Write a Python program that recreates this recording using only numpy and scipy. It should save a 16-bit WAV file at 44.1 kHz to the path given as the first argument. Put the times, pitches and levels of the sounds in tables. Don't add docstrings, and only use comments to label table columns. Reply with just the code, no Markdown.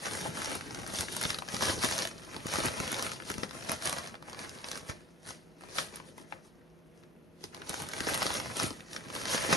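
import sys
import numpy as np
from scipy import signal
from scipy.fft import rfft, irfft
from scipy.io import wavfile
from scipy.ndimage import uniform_filter1d

SR = 44100
rng = np.random.default_rng(int(sys.argv[2]) if len(sys.argv) > 2 else 0)


def output_pcm(signal):
    pcm = np.clip(np.atleast_2d(signal).T, -1, 1) * 32767
    wavfile.write(sys.argv[1], SR, np.round(pcm).astype(np.int16))


N = 421596
TIME_S = np.arange(N) / SR

# (low [Hz], high [Hz], burst [s], size spread [dB], sliding share [0-1])
FOLD_SIZES = [(31.3, 467, 0.0012, 2.5, 0), (447.3, 2700, 0.00041, 4.5, 0.37),
              (2864, 13620, 0.00031, 3.5, 0.72)]
# (frequency [Hz], relative density [dB])
FILM_SPECTRUM = [(18, -46), (30, -15), (92, 4), (178, 4), (520, 0), (780, -2.5), (1050, -1.5), (1400, -6.5),
                 (2030, -1.5), (2620, -12), (5620, -5.5), (7820, -3.5), (9580, -5), (11400, -12),
                 (13000, -37.5)]
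# (time [s], flap level [dB], crackle level [dB])
STIR_LEVELS = [(0.0, -48.5, -62), (0.8, -47.5, -47), (1.4, -50.5, -55), (2.2, -53, -54.5),
               (2.75, -46.5, -40.5), (3.45, -53, -61), (4.08, -55, -49), (4.2, -55, -68), (4.5, -57, -50.5),
               (5.1, -66, -67.5), (6.1, -57.5, -72), (6.7, -71, -74), (7.35, -63, -75.5), (7.9, -49.5, -48),
               (8.45, -46, -44.5), (8.83, -57.5, -58.5), (9.15, -49.5, -50.5), (9.56, -42, -45.5)]
# (time [s], hold [s], level [dB], tick minus pop [dB])
HAND_SQUEEZES = [(0.033, 0.043, -39, 0.5), (0.115, 0.16, -41.5, 2), (0.363, 0.19, -40, 0),
                 (0.946, 0.068, -38.5, 7), (1.115, 0.083, -44.5, 7.5), (1.231, 0.082, -39.5, 4.5),
                 (1.523, 0.033, -40, 1.5), (1.621, 0.099, -34, 4.5), (1.835, 0.016, -31.5, 4.5),
                 (1.903, 0.13, -38, 4), (2.326, 0.018, -50.5, -2), (2.519, 0.069, -36, 2),
                 (2.646, 0.019, -35.5, -0.5), (2.8, 0.074, -43, 2), (2.898, 0.17, -40, 1.5),
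                 (3.12, 0.0086, -47, 7), (3.289, 0.015, -41.5, 4), (3.398, 0.04, -47, 1),
                 (3.538, 0.17, -49, -1), (3.705, 0.022, -39, 0), (3.854, 0.027, -36.5, 2),
                 (3.92, 0.069, -42.5, -1), (4.28, 0.032, -50.5, -4.5), (4.394, 0.05, -46.5, -2),
                 (4.673, 0.098, -47.5, 3.5), (4.893, 0.0067, -45, -2), (5.29, 0.007, -46, 3),
                 (5.62, 0.13, -56.5, -3), (5.79, 0.0056, -35.5, 5.5), (5.94, 0.026, -51.5, -1),
                 (6.07, 0.013, -55.5, 1.5), (6.185, 0.026, -59, 3.5), (6.31, 0.024, -57.5, -0.5),
                 (6.454, 0.018, -64.5, 7), (6.95, 0.074, -68.5, -2), (7.437, 0.004, -55.5, 6),
                 (7.557, 0.066, -56.5, -7), (7.691, 0.14, -44.5, 3), (7.954, 0.096, -43.5, 1),
                 (8.086, 0.066, -34.5, 1), (8.21, 0.16, -38, 2.5), (8.581, 0.072, -36, 2.5),
                 (8.925, 0.036, -50, 4), (8.995, 0.025, -57.5, -11), (9.15, 0.18, -42.5, 2),
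                 (9.32, 0.032, -30.5, 3), (9.41, 0.051, -34, 0.5), (9.528, 0.008, -26.5, -0.5)]
# (time [s], hold [s], level [dB])
LEAF_RUBS = [(0.177, 0.14, -48.5), (1.622, 0.17, -42.5), (2.635, 0.043, -41), (3.295, 0.13, -55),
             (3.835, 0.11, -53.5), (4.386, 0.13, -53), (4.66, 0.13, -62), (8.584, 0.051, -41.5),
             (9.52, 0.04, -35)]
# (frequency [Hz], relative density [dB])
AIR_SPECTRUM = [(18, -51), (30, -27), (49, -9), (131, -29), (165, -5.5), (281, -11.5), (353, -13.5),
                (432, -13.5), (1260, -27.5), (2690, -32.5), (8880, -53), (12000, -33.5), (13000, -29)]
# (frequency [Hz], rms level [dB])
HUM_TONES = [(161.5, -65), (355.3, -67), (484.5, -72), (624.5, -75.5)]
# (time [s], level [dB], tick minus pop [dB], pop [Hz], tick [Hz])
CREASE_SNAPS = [(0.057, -38, 0, 1400, 5400), (0.07, -40, 1, 1100, 5600), (0.135, -37, 4.5, 1170, 7240),
                (0.1535, -39, 8, 1768, 7260), (0.2125, -39.5, 8, 1100, 5600), (0.376, -42, -5, 1000, 5600),
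                (0.419, -36, 1, 1300, 7500), (0.4464, -36, 7, 1160, 6540), (0.459, -36.5, 4.5, 1260, 5600),
                (0.5165, -41, 9, 936, 9245), (0.5528, -37, 7, 1310, 9200), (0.6103, -41, -5.5, 1620, 5090),
                (0.7005, -55, 6, 1500, 4500), (0.7086, -43, 1, 1103, 5700),
                (0.7475, -39.5, 6.5, 1450, 6440), (0.8169, -56, 1, 1810, 4210),
                (0.8652, -41, -0.5, 1517, 6413), (0.8765, -43.5, 13, 882, 8700),
                (0.939, -40, 2, 1327, 6860), (0.9578, -40, 10.5, 1580, 5350),
                (0.9877, -34.5, 9, 1440, 6000), (1.0085, -30.5, 11, 1498, 8780),
                (1.0847, -42.5, -9.5, 1766, 3864), (1.1245, -44.5, 17, 1575, 8720),
                (1.1494, -41, 3, 1764, 8124), (1.1664, -32.5, 7, 1050, 8400), (1.2134, -32, 4, 1340, 8300),
                (1.2292, -37, 16, 1760, 8367), (1.238, -34, 5, 1410, 5430), (1.253, -31, 1, 1420, 4160),
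                (1.3043, -30, 2, 1460, 4930), (1.3454, -35.5, 4.5, 1390, 4230),
                (1.3873, -36, 3, 1540, 3720), (1.4224, -42, -14, 1040, 3890),
                (1.4795, -45, -1.5, 733, 5190), (1.4873, -38.5, 1.5, 1470, 5530),
                (1.545, -38.5, 8, 1227, 5270), (1.5663, -35.5, 4, 1445, 5420), (1.6089, -35, -7, 990, 5610),
                (1.6232, -27.5, -4, 885, 5640), (1.628, -31.5, -2, 750, 5000),
                (1.6355, -31.5, 5, 1100, 5600), (1.655, -33, 8, 1200, 6000), (1.6626, -42, 3, 1160, 5900),
                (1.6856, -33, -2, 859, 6000), (1.697, -34.5, -5, 650, 3300), (1.8286, -33, 2, 1680, 5560),
                (1.837, -29, -5, 1070, 5400), (1.8474, -29, 8, 1510, 6130), (1.8883, -35.5, 0, 1500, 6000),
                (1.9124, -32.5, 6.5, 1740, 7800), (1.9235, -32.5, 0, 810, 5300),
                (1.9806, -35, 11, 1170, 6500), (1.989, -30.5, 6, 1535, 5760), (2.022, -35, 6, 1820, 4900),
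                (2.0529, -33, -1, 810, 3880), (2.0738, -37, 5, 1981, 6770), (2.1133, -49, 0.5, 1093, 4490),
                (2.181, -54, 12, 1500, 5000), (2.2348, -54, 6, 763, 5230), (2.2492, -52.5, 9, 1900, 6000),
                (2.365, -40, 0, 868, 3653), (2.4685, -36.5, 4, 1105, 7900), (2.5382, -30.5, 1, 1140, 7100),
                (2.5575, -31.5, -2, 1100, 5800), (2.587, -35, -5, 897, 5200), (2.6515, -37, -3, 1300, 6000),
                (2.6586, -33.5, 11, 987, 9500), (2.6669, -38, -14.5, 2000, 5900),
                (2.6845, -34.5, -2, 1200, 4600), (2.7398, -43, -6, 1478, 6013),
                (2.8017, -33, 1, 1360, 5830), (2.878, -38.5, 2, 1814, 4000), (2.918, -33.5, 7, 1200, 9500),
                (2.9285, -32.5, 2.5, 1490, 7100), (2.9442, -36, 3, 1890, 4272),
                (2.9946, -35, -1, 1080, 5200), (3.0255, -32, 6, 1140, 7040), (3.066, -37, -7, 1700, 4800),
                (3.1177, -36, 1, 1380, 6500), (3.1345, -43, 5, 991, 5463), (3.2017, -46, -10.5, 1390, 4717),
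                (3.2225, -47.5, -7, 1600, 4500), (3.3018, -34.5, -2, 1630, 7700),
                (3.3171, -38.5, 8, 1346, 6852), (3.3411, -41, 1, 2210, 4930), (3.382, -40, 2, 1346, 6300),
                (3.434, -34.5, -4, 1300, 4750), (3.4936, -51, 6, 1421, 4843),
                (3.5105, -44, -2.5, 1570, 4500), (3.639, -51, 10, 665, 6512), (3.695, -31, 2, 2000, 7720),
                (3.718, -29, 3, 1230, 10000), (3.816, -47.5, 2, 1420, 4800), (3.8237, -38, 3, 1630, 6130),
                (3.8568, -30.5, 10, 1080, 9100), (3.8734, -30.5, 5, 992, 7300),
                (3.896, -40, 24, 1190, 7500), (3.928, -30.5, 1.5, 996, 7860), (3.9718, -44, -6, 1166, 5487),
                (3.9853, -37.5, 2, 1190, 4740), (4.0741, -44, 5, 1380, 5800),
                (4.143, -48.5, -17, 810, 4120), (4.154, -48, -6, 1360, 4200),
                (4.226, -47.5, -6, 1040, 4180), (4.2983, -47, 5, 1400, 5000), (4.3311, -43.5, 0, 987, 4762),
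                (4.3468, -47, -5, 1044, 4523), (4.3922, -41, 1, 1610, 4850), (4.4473, -48, -1, 1340, 4170),
                (4.4943, -47.5, 14, 1262, 5900), (4.5871, -51.5, 1.5, 1773, 4539),
                (4.6437, -39, -2.5, 1970, 5200), (4.6869, -41, 4.5, 700, 5260),
                (4.7158, -35, 8, 1670, 6300), (4.7564, -41, 0, 1610, 5700), (4.7753, -41, 3.5, 1250, 5500),
                (4.8977, -38.5, -4, 1540, 5360), (5.291, -43.5, 3, 1500, 5770),
                (5.3067, -41.5, 1, 1030, 6030), (5.61, -52.5, -2, 1270, 8680),
                (5.6371, -50.5, -10, 763, 4440), (5.7852, -30, -1.5, 1710, 4600),
                (5.9589, -44, 14, 790, 10100), (6.0007, -50.5, -7, 1066, 4620),
                (6.1805, -50, 2.5, 1660, 9800), (6.3247, -46.5, -14, 1800, 3300),
                (7.036, -59.5, -6, 1770, 4400), (7.4407, -41, 5.5, 1320, 5300),
                (7.5471, -44.5, 2, 1010, 4300), (7.5676, -54, 4, 1117, 4104),
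                (7.619, -46.5, -5, 1430, 3430), (7.6947, -34.5, 13, 1015, 8400),
                (7.7421, -34, -1, 1010, 7180), (7.8208, -38, 4, 880, 9900), (7.8887, -40.5, 9, 1324, 7750),
                (7.9193, -47, 8, 1485, 6000), (7.9354, -36, -2.5, 2000, 6200), (8.0056, -32, 0, 1710, 5800),
                (8.0694, -35, -4, 814, 4900), (8.1442, -35, 18, 1210, 10200), (8.1766, -34, 2, 1220, 8500),
                (8.2205, -31, -10, 800, 4800), (8.229, -31, 3, 1200, 4800), (8.2663, -29.5, 1.5, 890, 4220),
                (8.3048, -34, -8, 1010, 3500), (8.319, -48, 2, 1100, 6000), (8.3406, -36.5, 12, 1600, 9150),
                (8.4008, -34.5, -4, 1070, 5200), (8.4709, -48, 2, 1500, 4970), (8.5014, -47, -9, 777, 6432),
                (8.5693, -36.5, 14, 1104, 8900), (8.5996, -29.5, -1, 1470, 5600),
                (8.632, -35.5, 18, 1350, 9600), (8.7064, -42, 4, 1169, 5760),
                (8.7971, -56, -11, 1665, 4553), (8.8065, -48, -4, 2100, 3880),
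                (8.9326, -44, 9.5, 2080, 5630), (8.964, -35.5, -0.5, 1640, 4660),
                (9.102, -44.5, -5.5, 1174, 3140), (9.152, -43, 11, 1341, 8080),
                (9.1628, -37.5, -3.5, 970, 3760), (9.2555, -35, 3, 1440, 4740),
                (9.5277, -25, -9, 1190, 6170)]
# (time [s], level [dB], pitch [Hz])
PANEL_KNOCKS = [(0.2535, -29.5, 566), (0.2602, -27, 832), (5.785, -26.5, 1290), (6.0014, -40, 1010),
                (6.1815, -40.5, 960), (6.3238, -29.5, 840)]
# (time [s], level [dB], pitch [Hz])
PANEL_THUMPS = [(0.287, -36, 179), (0.553, -39.5, 350), (0.782, -38, 230), (0.937, -38, 190),
                (0.995, -35, 100), (1.255, -30.5, 161), (1.539, -32, 210), (1.628, -32, 230),
                (1.7, -32, 164), (1.842, -26, 243), (2.365, -40, 241), (2.414, -49, 150),
                (2.457, -31.5, 158), (2.585, -30, 320), (2.651, -32, 270), (2.803, -33, 220),
                (2.928, -33.5, 281), (3.304, -36, 309), (3.381, -35, 127), (3.433, -33, 301),
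                (3.695, -32.5, 207), (4.83, -46, 100), (4.895, -33.5, 89), (6.0, -45, 220),
                (7.443, -40.5, 264), (7.7, -36.5, 200), (8.009, -33, 210), (8.072, -30, 370),
                (8.12, -34.5, 260), (8.257, -30.5, 270), (8.64, -29, 240), (8.708, -37, 240),
                (9.347, -31, 180), (9.492, -30, 290), (9.527, -24, 171)]
# (frequency [Hz], side gain [dB])
BAG_WIDTH = [(60, -4.5), (500, -4.5), (1300, .5), (2000, -2), (3000, 0)]
# (time [s], left minus right [dB])
BAG_PAN = [(0, 1.5), (1.65, 2), (3.0, 1), (3.38, 4.5), (3.7, 1.5), (4.85, -0.5), (5.25, 2.5), (6.4, 4),
           (7.7, 0.5), (9.56, 0.5)]
# (time [s], side gain [dB])
TREBLE_WIDTH = [(0, -56), (0.7, -32.5), (1.3, -21.5), (2.2, -21), (2.55, -60), (3.1, -29), (3.55, -4),
                (3.9, -21), (4.7, -23), (5.4, -45), (5.7, -3), (6.6, -29), (7.5, -2.5), (8.4, -42),
                (9.0, -37), (9.56, -65.5)]

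FLAP, POP, TICK = range(3)
USUAL_SQUEEZE_DB = -39
ROOM_T60_S, ROOM_TAIL_DB = 0.4, -10
TREBLE_HZ, CUTOFF_HZ = 3900, 11650


def from_db(db):
    return np.exp(np.asarray(db) * (np.log(10) / 20))


def rms_one(x):
    return x / np.sqrt(np.mean(x ** 2) + 1e-20)


def in_time(rows):
    times_s, *columns = np.transpose(rows)
    return [np.interp(TIME_S, times_s, column) for column in columns]


def at_hz(points, hz):
    points_hz, values = np.transpose(points)
    return np.interp(np.log(hz), np.log(points_hz), values)


def drift(rate_hz, step=40):
    pole = np.exp(-2 * np.pi * rate_hz * step / SR)
    noise = rng.standard_normal(N // step + 2002)
    slow = signal.lfilter([1], [1, -2 * pole, pole * pole], noise)[2000:]
    return np.interp(np.arange(N) / step, np.arange(len(slow)), rms_one(slow))


def band(x, low_hz, high_hz):
    return signal.sosfilt(signal.butter(2, [low_hz, high_hz], "band", fs=SR, output="sos"), x)


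def stereo(mid, side, hz):
    return mid + from_db(at_hz(BAG_WIDTH, hz)) * side * [[1], [-1]]


def fade(energy, decay_s):
    pole = np.exp(-1 / (decay_s * SR))
    return signal.lfilter([1 - pole], [1, -pole], energy + 1e-18)


def swell(start_s, hold_s, attack_db_per_s=275, release_db_per_s=269):
    span = slice(*np.searchsorted(TIME_S, [start_s - .5, start_s + hold_s + .5]))
    t = TIME_S[span] - start_s
    return span, -attack_db_per_s * np.maximum(-t, 0) - release_db_per_s * np.maximum(t - hold_s, 0)


def handling(usual_flap_db=-50, flap_db_per_db=0.53, stir_tick_db=-1.03):
    stir_flap_db, crackle_db = in_time(STIR_LEVELS)
    power = from_db([stir_flap_db, crackle_db, crackle_db + stir_tick_db]) ** 2
    for start_s, hold_s, db, bright_db in HAND_SQUEEZES:
        span, envelope_db = swell(start_s, hold_s)
        flap_db = usual_flap_db + flap_db_per_db * (db - USUAL_SQUEEZE_DB)
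        folds_db = [flap_db, db - bright_db / 2, db + bright_db / 2]
        power[:, span] += np.outer(from_db(folds_db), from_db(envelope_db)) ** 2
    for start_s, hold_s, db in LEAF_RUBS:
        span, envelope_db = swell(start_s, hold_s)
        power[FLAP, span] += from_db(db + envelope_db) ** 2
    return 10 * np.log10(power)


def crackles(buckles, sizes, spread_db, burst_s, scatter_db=1.5, window_s=0.33):
    energy = buckles * from_db(spread_db * sizes + scatter_db * rng.standard_normal(N)) ** 2
    window = int(window_s * SR)
    local_mean = uniform_filter1d(uniform_filter1d(energy, window), window)
    return fade(fade(energy / np.maximum(local_mean, 1e-6), burst_s), burst_s)


def rustle(power, low_hz, high_hz, shift_ratio, wander_db=1.45, grain_db=0.83):
    edges_hz = np.geomspace(low_hz, high_hz, round(np.log2(high_hz / low_hz) * 2) + 2)
    noise = rng.standard_normal((2, 2, N)) * np.sqrt(power)
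    out, power_gain = np.zeros((2, N)), 0
    for k, (lower_hz, upper_hz) in enumerate(zip(edges_hz, edges_hz[1:])):
        hz = np.sqrt(lower_hz * upper_hz)
        gain = from_db(at_hz(FILM_SPECTRUM, hz * shift_ratio))
        flicker = rms_one(from_db(wander_db * drift(rate_hz=14) + grain_db * drift(rate_hz=130)))
        out += gain * stereo(*band(noise[k % 2] * flicker, lower_hz, upper_hz), hz)
        power_gain += gain ** 2 * (upper_hz - lower_hz) / (SR / 2)
    return out / np.sqrt(power_gain)


def room_tone(air_db=-59.5, side_db=-5.0, waver_rad=0.96, waver_hz=6.8):
    bins_hz = np.maximum(np.fft.rfftfreq(N, 1 / SR), 1)
    spectrum = rfft(rng.standard_normal((2, N))) * from_db(at_hz(AIR_SPECTRUM, bins_hz))
    mid, side = rms_one(irfft(spectrum, N))
    out = from_db(air_db) * (mid + from_db(side_db) * side * [[1], [-1]])
    for hz, db in HUM_TONES:
        out += from_db(db) * np.sqrt(2) * np.sin(2 * np.pi * hz * TIME_S + waver_rad * drift(waver_hz))
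    return out


def snaps(fold, rows, crack_gain=0.23, spike=3.6, lead_s=.005, rise_s=0.00058, rms_window_s=.005):
    low_hz, high_hz, burst_s = FOLD_SIZES[fold][:3]
    facet_q = (1.0, 2.3, 2.6)[fold]
    trim_db = (-1.0, -2.0, 1.0)[fold]
    t = TIME_S[:SR // 30] - lead_s
    envelope = np.exp(np.minimum(t / rise_s, -t / (2 * burst_s)) / 2)
    force = rng.standard_normal((len(rows), 2, len(t))) * envelope
    force[:, 0, np.argmax(envelope)] += spike
    out = np.zeros((2, N + len(t)))
    for (time_s, db, hz), burst in zip(rows, band(force, low_hz, high_hz)):
        ring = crack_gain * burst + signal.lfilter(*signal.iirpeak(hz, facet_q, fs=SR), burst)
        ring *= np.sqrt(rms_window_s * SR / np.sum(ring ** 2, axis=1, keepdims=True))
        start = int((time_s - lead_s) * SR)
        out[:, start:start + len(t)] += from_db(db + trim_db) * stereo(*ring, hz)
    return out[:, :N]


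def lesser_snaps(levels_db, tries=260, still_db=-57, usual_db=-42, db_per_db=0.89, spread_octaves=0.47):
    samples = rng.integers(SR // 30, N, tries)
    draws = np.clip(rng.standard_normal((tries, 3)), -1.5, 1.5)
    rows = []
    for i, (level_draw, pop_draw, tick_draw) in zip(samples, draws):
        _, pop_db, tick_db = levels_db[:, i]
        if tick_db > still_db:
            db = usual_db + db_per_db * ((pop_db + tick_db) / 2 - USUAL_SQUEEZE_DB) + 1.5 * level_draw
            bright_db = tick_db - pop_db - 0.5
            pop_hz = 1400 * 2 ** (spread_octaves * pop_draw)
            tick_hz = 5400 * 2 ** (spread_octaves * tick_draw)
            rows.append((i / SR, db, bright_db, pop_hz, tick_hz))
    return rows


def fold_blows(levels_db, flap_db=-12, flap_hz=165):
    flaps, pops, ticks = list(PANEL_THUMPS), [], []
    for time_s, db, bright_db, pop_hz, tick_hz in list(CREASE_SNAPS) + lesser_snaps(levels_db):
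        flaps.append((time_s, db + flap_db, flap_hz))
        pops.append((time_s, db - bright_db / 2, pop_hz))
        ticks.append((time_s, db + bright_db / 2, tick_hz))
    return flaps, pops, ticks


def knocks(rise_s=0.00056, decay_s=0.0018, overtone_ratio=2.07, overtone_db=-10.5, side_db=-1.0):
    t = TIME_S[:SR // 20]
    envelope = (1 - np.exp(-t / rise_s)) * np.exp(-t / decay_s)
    out = np.zeros((2, N))
    for time_s, db, hz in PANEL_KNOCKS:
        phase = 2 * np.pi * hz * t
        modes = np.exp(1j * phase) + from_db(overtone_db) * np.exp(1j * overtone_ratio * phase)
        ring = envelope / envelope.max() * modes
        start = int(time_s * SR)
        out[:, start:start + len(t)] += from_db(db) * stereo(ring.imag, from_db(side_db) * ring.real, hz)
    return out


def near_echoes(x, gain=0.18, sway_s=0.00015, sway_hz=0.97, count=6):
    out = x.copy()
    for delay_s in np.geomspace(.0016, .013, count) * rng.uniform(0.92, 1.15, count):
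        delayed_s = TIME_S - delay_s - sway_s * drift(sway_hz)
        echo = np.array([np.interp(delayed_s, TIME_S, channel) for channel in x])
        out += gain * rng.choice([-1, 1]) * echo
    return out / np.sqrt(1 + count * gain ** 2)


def bag(creases_per_s=620, rate_db_per_db=.25, cluster_db=2.5, shift_octaves=0.053,
        rustle_trim_db=(-0.9, -3.1, 0.1)):
    levels_db = handling()
    blows = fold_blows(levels_db)
    rate_db = rate_db_per_db * (levels_db[TICK] - USUAL_SQUEEZE_DB) + cluster_db * drift(rate_hz=45)
    buckles = rng.random(N) < creases_per_s * from_db(rate_db) / SR
    sizes = np.minimum(rng.exponential(1, N), 3.4)
    pop_shift = 2 ** (shift_octaves * drift(rate_hz=2.4))
    layers = []
    for fold, (low_hz, high_hz, burst_s, spread_db, sliding) in enumerate(FOLD_SIZES):
        texture = sliding + (1 - sliding) * crackles(buckles, sizes, spread_db, burst_s)
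        power = texture * from_db(levels_db[fold] + rustle_trim_db[fold]) ** 2
        hits = snaps(fold, blows[fold]) + (knocks() if fold == POP else 0)
        direct_power = power + hits.mean(axis=0) ** 2
        room_power = from_db(ROOM_TAIL_DB) ** 2 * fade(direct_power, ROOM_T60_S / np.log(10 ** 6))
        layers.append(hits + rustle(power + room_power, low_hz, high_hz, pop_shift if fold == POP else 1))
    flaps, pops, ticks = layers
    pan = from_db(in_time(BAG_PAN)[0] * [[.5], [-.5]])
    return flaps * pan + near_echoes(pops * pan + ticks)


def scene():
    return bag() + room_tone()


def record(dry, notch_hz=7850, notch_depth=0.77, notch_q=1.99):
    mid, side = (dry[0] + dry[1]) / 2, (dry[0] - dry[1]) / 2
    low_side = signal.sosfiltfilt(signal.butter(10, TREBLE_HZ, fs=SR, output="sos"), side)
    high_side = from_db(in_time(TREBLE_WIDTH)[0]) * (side - low_side)
    narrowed = mid + (low_side + high_side) * [[1], [-1]]
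    notch_band = signal.lfilter(*signal.iirpeak(notch_hz, notch_q, fs=SR), narrowed)
    lowpass = signal.ellip(8, .3, 80, CUTOFF_HZ, fs=SR, output="sos")
    return signal.sosfilt(lowpass, narrowed - notch_depth * notch_band)


dry = scene()
out = record(dry)
output_pcm(out)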